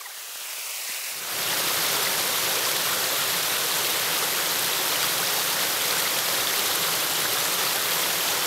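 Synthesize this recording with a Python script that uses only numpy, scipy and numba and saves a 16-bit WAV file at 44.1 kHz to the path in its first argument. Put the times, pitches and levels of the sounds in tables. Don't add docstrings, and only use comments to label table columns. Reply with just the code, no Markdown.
import sys
import numpy as np
from scipy import signal
from scipy.fft import rfft, irfft, next_fast_len
from scipy.io import wavfile
from numba import njit

SR = 44100
rng = np.random.default_rng(int(sys.argv[2]) if len(sys.argv) > 2 else 0)


def waveform_to_disk(signal):
    frames = np.transpose(np.atleast_2d(signal))
    scaled = np.clip(frames, -1, 1) * 32767
    samples = np.round(scaled).astype(np.int16)
    wavfile.write(sys.argv[1], SR, samples)


def volts(x):
    e = np.asarray(x, float) / 20
    return 10 ** e


N = 373086


def in_time(rows):
    s, *columns = np.transpose(rows)
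    return [np.interp(np.arange(N) / SR, s, c) for c in columns]


def rms_one(x):
    return x / np.sqrt(np.mean(x ** 2) + 1e-20)


def drift(rate_hz):
    pole = np.exp(-40 * np.pi * rate_hz / SR)
    noise = rng.standard_normal(N // 20 + 4002)
    slow = signal.lfilter([1], [1, -2 * pole, pole * pole], noise)[4000:]
    return np.interp(np.arange(N) / 20, np.arange(len(slow)), rms_one(slow))


def colour(x, points, modes=()):
    size = next_fast_len(N)
    hz = np.maximum(np.arange(size // 2 + 1) * SR / size, 1)
    point_hz, point_db = np.transpose(points)
    gain = volts(np.interp(np.log(hz), np.log(point_hz), point_db))
    for mode_hz, width_hz, mode_db in modes:
        gain = gain * (1 + volts(mode_db) / (1 + (2 * (hz - mode_hz) / width_hz) ** 2))
    return rms_one(irfft(rfft(x, size) * gain, size)[:N])


@njit
def ring(n, peak, step, size, cycles, rise):
    out = np.zeros(n)
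    for k in range(len(peak)):
        tau = cycles[k] / step[k]
        start = int(peak[k] - tau)
        for i in range(max(0, -start), min(int(7 * tau), n - start)):
            u = i / tau
            turns = step[k] * i * (1 + rise[k] * (u / 2 - 1))
            out[start + i] += size[k] * u * np.exp(1 - u) * np.sin(2 * np.pi * turns)
    return out


@njit
def dip(x, step, depth, width):
    out, y1, y2, r = x.copy(), 0., 0., np.exp(-np.pi * width)
    for i in range(2, len(x)):
        y = (1 - r * r) / 2 * (x[i] - x[i - 2]) + 2 * r * np.cos(2 * np.pi * step[i]) * y1 - r * r * y2
        out[i] -= (1 - depth[i]) * y
        y1, y2 = y, y1
    return out


def water(per_s, spread_db, cycles, rise, hiss_db, slaps_per_s, slap, surge_db, flutter_db):
    pool_size = 90000
    when, pitch, kept, loud, long, climb = rng.random((pool_size, 6)).T
    hz = 100 + 17000 * pitch ** 2
    size = hz ** .75 * volts(-spread_db * np.log(1 - .99 * loud))
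    size = size * (kept * pool_size * SR / N < per_s)
    cloud = ring(N, when * N, hz / SR, size, cycles * (.6 + 2.5 * long ** 3), rise * climb)
    # treble of the hiss flares, 1.5 ms decay
    slaps = (rng.random(N) < slaps_per_s / SR) * slap * np.minimum(rng.exponential(1, N), 3)
    flare = signal.lfilter([1], [1, -np.exp(-1 / (0.0015 * SR))], slaps)
    hiss = rng.standard_normal(N)
    treble = signal.sosfilt(signal.butter(1, 2500, "high", fs=SR, output="sos"), hiss)
    hiss = hiss + treble * flare
    swell = volts(surge_db * drift(17) + flutter_db * drift(60))
    return rms_one((rms_one(cloud) + volts(hiss_db) * hiss) * swell)


def fade():
    start_s, end_s = 1.076, 1.525
    return np.clip((np.arange(N) / SR - start_s) / (end_s - start_s), 0, 1)


def side_noise():
    # t/s, f/Hz
    bursts = [(1.316, 13100), (1.409, 4930), (1.478, 12360), (1.479, 9650), (2.037, 6290), (2.037, 8930),
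              (2.037, 10450), (2.037, 12360), (2.316, 8350), (3.756, 8220), (5.38, 9650), (5.38, 13400),
              (6.1, 11720), (7.261, 6930), (7.4, 6930), (7.401, 15000), (7.471, 13740)]
    frame, grid = 2048, 738
    width_hz, level_db, level_db_per_khz = 1400, -39.5, -0.15
    side, half = np.zeros(N), frame // 2
    window = signal.windows.kaiser_bessel_derived(frame, 4 * np.pi)
    for s, hz in bursts:
        low_bin = int((hz - width_hz / 2) * frame / SR)
        high_bin = int((hz + width_hz / 2) * frame / SR)
        bins = np.arange(low_bin, high_bin)
        cosines = np.cos(np.pi / half * np.outer(np.arange(frame) + .5 + half / 2, bins + .5))
        burst = rms_one(cosines @ rng.standard_normal(len(bins))) * window
        at = round((s * SR - grid) / half - 1) * half + grid
        side[at:at + frame] += volts(level_db + level_db_per_khz * hz / 1000) * burst
    return side


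def knocks():
    # t/s, body f/Hz, peak level/dB
    blow_table = [
        (.177, 800, -39),
        (.357, 700, -35),
        (.415, 700, -38.5),
        (.583, 600, -38),
        (.894, 190, -45),
        (0.892, 600, -43),
    ]
    s, hz, peak_db = np.transpose(blow_table)
    cycles, no_rise = np.full(len(s), .45), np.zeros(len(s))
    peak = s * SR + cycles * SR / hz
    blows = np.zeros(N)
    for ratio, db in [(1, 0), (2.3, 1.5)]:
        blows += ring(N, peak, ratio * hz / SR, volts(peak_db + db), cycles, no_rise)
    return signal.sosfilt(signal.butter(3, 170, "high", fs=SR, output="sos"), blows)


def squeaks():
    # centre t/s, f/Hz, length/s, first partial level/dB, second partial level/dB
    slips = [
        (0.014, 1130, 0.013, -34, -43),
        (.061, 980, .018, -40, -33),
        (0.076, 820, 0.022, -44, -55),
        (0.106, 784, 0.018, -44, -43),
        (.116, 1150, .014, -55, -46),
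    ]
    out, t = np.zeros(N), np.arange(N) / SR
    for s, hz, length_s, first_db, second_db in slips:
        u = np.clip((t - s) / length_s, -.5, .5)
        phase = 2 * np.pi * hz * length_s * (u - 0.098 * u ** 2)
        partials = volts(first_db) * np.sin(phase) + volts(second_db) * np.sin(2 * phase)
        out += np.cos(np.pi * u) * partials
    return out


def far_fall():
    # f/Hz, level/dB (per Hz)
    far_points = [(20, -62), (60, -42), (280, -26), (400, -13), (650, -7.5), (800, -9.5), (1300, -5),
                  (2400, -2), (3600, -4), (5100, -4), (7450, -5.5), (10000, -7), (12200, -7), (15700, -9)]
    # t/s, level/dB, first echo dip f/Hz, dip gain/dB
    swing = [
        (0, -37.5, 2600, -5),
        (.2, -35.5, 2380, -6),
        (.36, -34, 2180, -15),
        (.47, -33.5, 1870, -3),
        (.6, -32, 1750, -8),
        (.75, -31, 1620, -12),
        (.84, -31.5, 1430, -12),
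        (.92, -30, 1300, -6),
        (1.15, -30, 1240, -5),
    ]
    level_db, first_hz, first_db = in_time(swing)
    t = np.minimum(np.arange(N) / SR, swing[-1][0])
    x = water(per_s=4600, spread_db=2.0, cycles=2.42, rise=0.132, hiss_db=4.5,
              slaps_per_s=39, slap=0.43, surge_db=0.34, flutter_db=0.0)
    x = colour(x, far_points)
    tilt_db = 0.1 - 2 * (t - 0.59) ** 2
    low = signal.sosfilt(signal.butter(1, 3000, fs=SR, output="sos"), x)
    x = low + (x - low) * volts(2 * tilt_db)
    first_db = first_db + 1.5 * drift(12)
    second_hz = np.maximum(5800 - 3050 * t, 3200)
    second_db = -0.5 - 6 * t
    ridge_db = 1.5 * np.clip((t - .35) / .2, 0, 1)
    for hz, gain_db, width_hz in [(first_hz, first_db, 480),
                                  (second_hz, second_db, 650),
                                  (1.5 * second_hz, np.full(N, -0.5), 500),
                                  (np.full(N, 2600), ridge_db, 800)]:
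        x = dip(x, hz / SR, volts(gain_db), width_hz / SR)
    return volts(level_db) * (1 - fade()) * x


def lesser_pops():
    pool_size, per_s, low_hz, high_hz = 300, 8, 395, 14600
    level_db, spread_db, knee_hz, low_loss_db_per_oct = -21.5, 4, 4000, 2.5
    when, pitch, loud, kept = rng.random((pool_size, 4)).T
    hz = low_hz * (high_hz / low_hz) ** np.sqrt(pitch)
    peak_db = level_db + spread_db * (2 * loud - 1)
    peak_db = peak_db + low_loss_db_per_oct * np.log2(np.minimum(hz / knee_hz, 1))
    share = fade()[(when * N).astype(int)] * (kept * pool_size * SR / N < per_s)
    return when * N / SR, hz, volts(peak_db) * share


def pops():
    # t/s, f/Hz, peak level/dB
    bubbles = [(0.418, 3160, -32), (0.8853, 1940, -29), (1.1672, 11890, -21), (1.5042, 3100, -23),
               (1.824, 9470, -17), (2.0506, 4050, -16), (2.2541, 12060, -14), (2.2786, 8610, -14),
               (2.652, 4710, -16.5), (2.9272, 1300, -23), (3.0425, 4360, -16), (3.7863, 12750, -14),
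               (3.9042, 13440, -13), (4.2275, 1220, -22), (4.5943, 8790, -13), (4.7331, 3540, -16.5),
               (4.9587, 2930, -16), (5.041, 1240, -22), (5.2724, 4770, -16), (5.5655, 1700, -22.5),
               (5.9086, 4080, -16), (6.4718, 3350, -13), (6.579, 8790, -14), (6.7579, 11020, -11),
               (7.257, 1580, -21), (7.3341, 12750, -12), (7.7596, 10510, -13), (7.9091, 12400, -13),
               (7.9494, 12400, -14), (8.0396, 3140, -18),
               (0.4862, 990, -42), (0.9912, 1180, -39), (1.5296, 1830, -23), (1.5311, 830, -29),
             (1.7052, 1060, -27), (1.9908, 422, -30), (2.07, 1950, -18), (2.3859, 1060, -28),
             (2.572, 2340, -20), (2.574, 484, -29.5), (2.9753, 440, -32), (3.122, 525, -29),
             (3.5244, 2350, -24), (3.645, 465, -31), (4.2304, 1940, -26), (5.1926, 760, -25),
             (5.915, 480, -31), (5.935, 480, -30), (5.97, 1500, -22), (6.065, 2000, -20),
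             (6.1184, 508, -31), (6.5016, 1870, -21), (6.5393, 2050, -21), (6.6932, 780, -30),
             (6.8847, 1030, -26), (7.918, 506, -29), (8.06, 970, -25)]
    s, hz, peak_db = np.transpose(np.array(bubbles))
    s, hz, size = np.hstack([[s, hz, volts(peak_db)], lesser_pops()])
    cycles, rise = 3.15 * (hz / 3000) ** -.05, np.full(len(s), .04)
    out = ring(N, s * SR, hz / SR, size * volts(-2.0), cycles, rise)
    crack_size = size * volts(-11.0) * np.minimum(hz / 7000, 1)
    for ratio in (.65, 1.3):
        out += ring(N, s * SR, ratio * hz / SR, crack_size, 0.37 * cycles, rise)
    return out


def near_fall():
    # f/Hz, level/dB (per Hz)
    near_points = [(30, -40), (98, -12.5), (156, -7.5), (238, -11.5), (400, -2.5), (700, -2.5), (1300, 0),
                   (2500, -3), (3500, -0.5), (6300, -5), (9800, -8), (12400, -4), (14200, -8.5),
                   (15700, -13.5)]
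    # f/Hz, width/Hz, level/dB
    pockets = [
        (170, 30, -4),
        (309, 34, -10.5),
        (392, 32, -11),
        (528, 81, -7.5),
        (8700, 900, -24),
    ]
    x = water(per_s=6000, spread_db=2.5, cycles=3.198, rise=0.1328, hiss_db=3.5,
              slaps_per_s=36, slap=0.47, surge_db=0.33, flutter_db=0.36)
    return volts(-24.5) * fade() * colour(x, near_points, pockets)


def scene():
    mono = knocks() + squeaks() + far_fall() + pops() + near_fall()
    return np.array([mono, mono])


def band_limit(x):
    return signal.sosfilt(signal.butter(12, 16430, fs=SR, output="sos"), x)


def record(dry):
    size = next_fast_len(N)
    hz = np.arange(size // 2 + 1) * SR / size
    cut = irfft(rfft(dry, size) * (hz < 15730), size)[:, :N]
    mix = cut + side_noise() * [[1], [-1]]
    return band_limit(mix)


dry = scene()
out = record(dry)
waveform_to_disk(out)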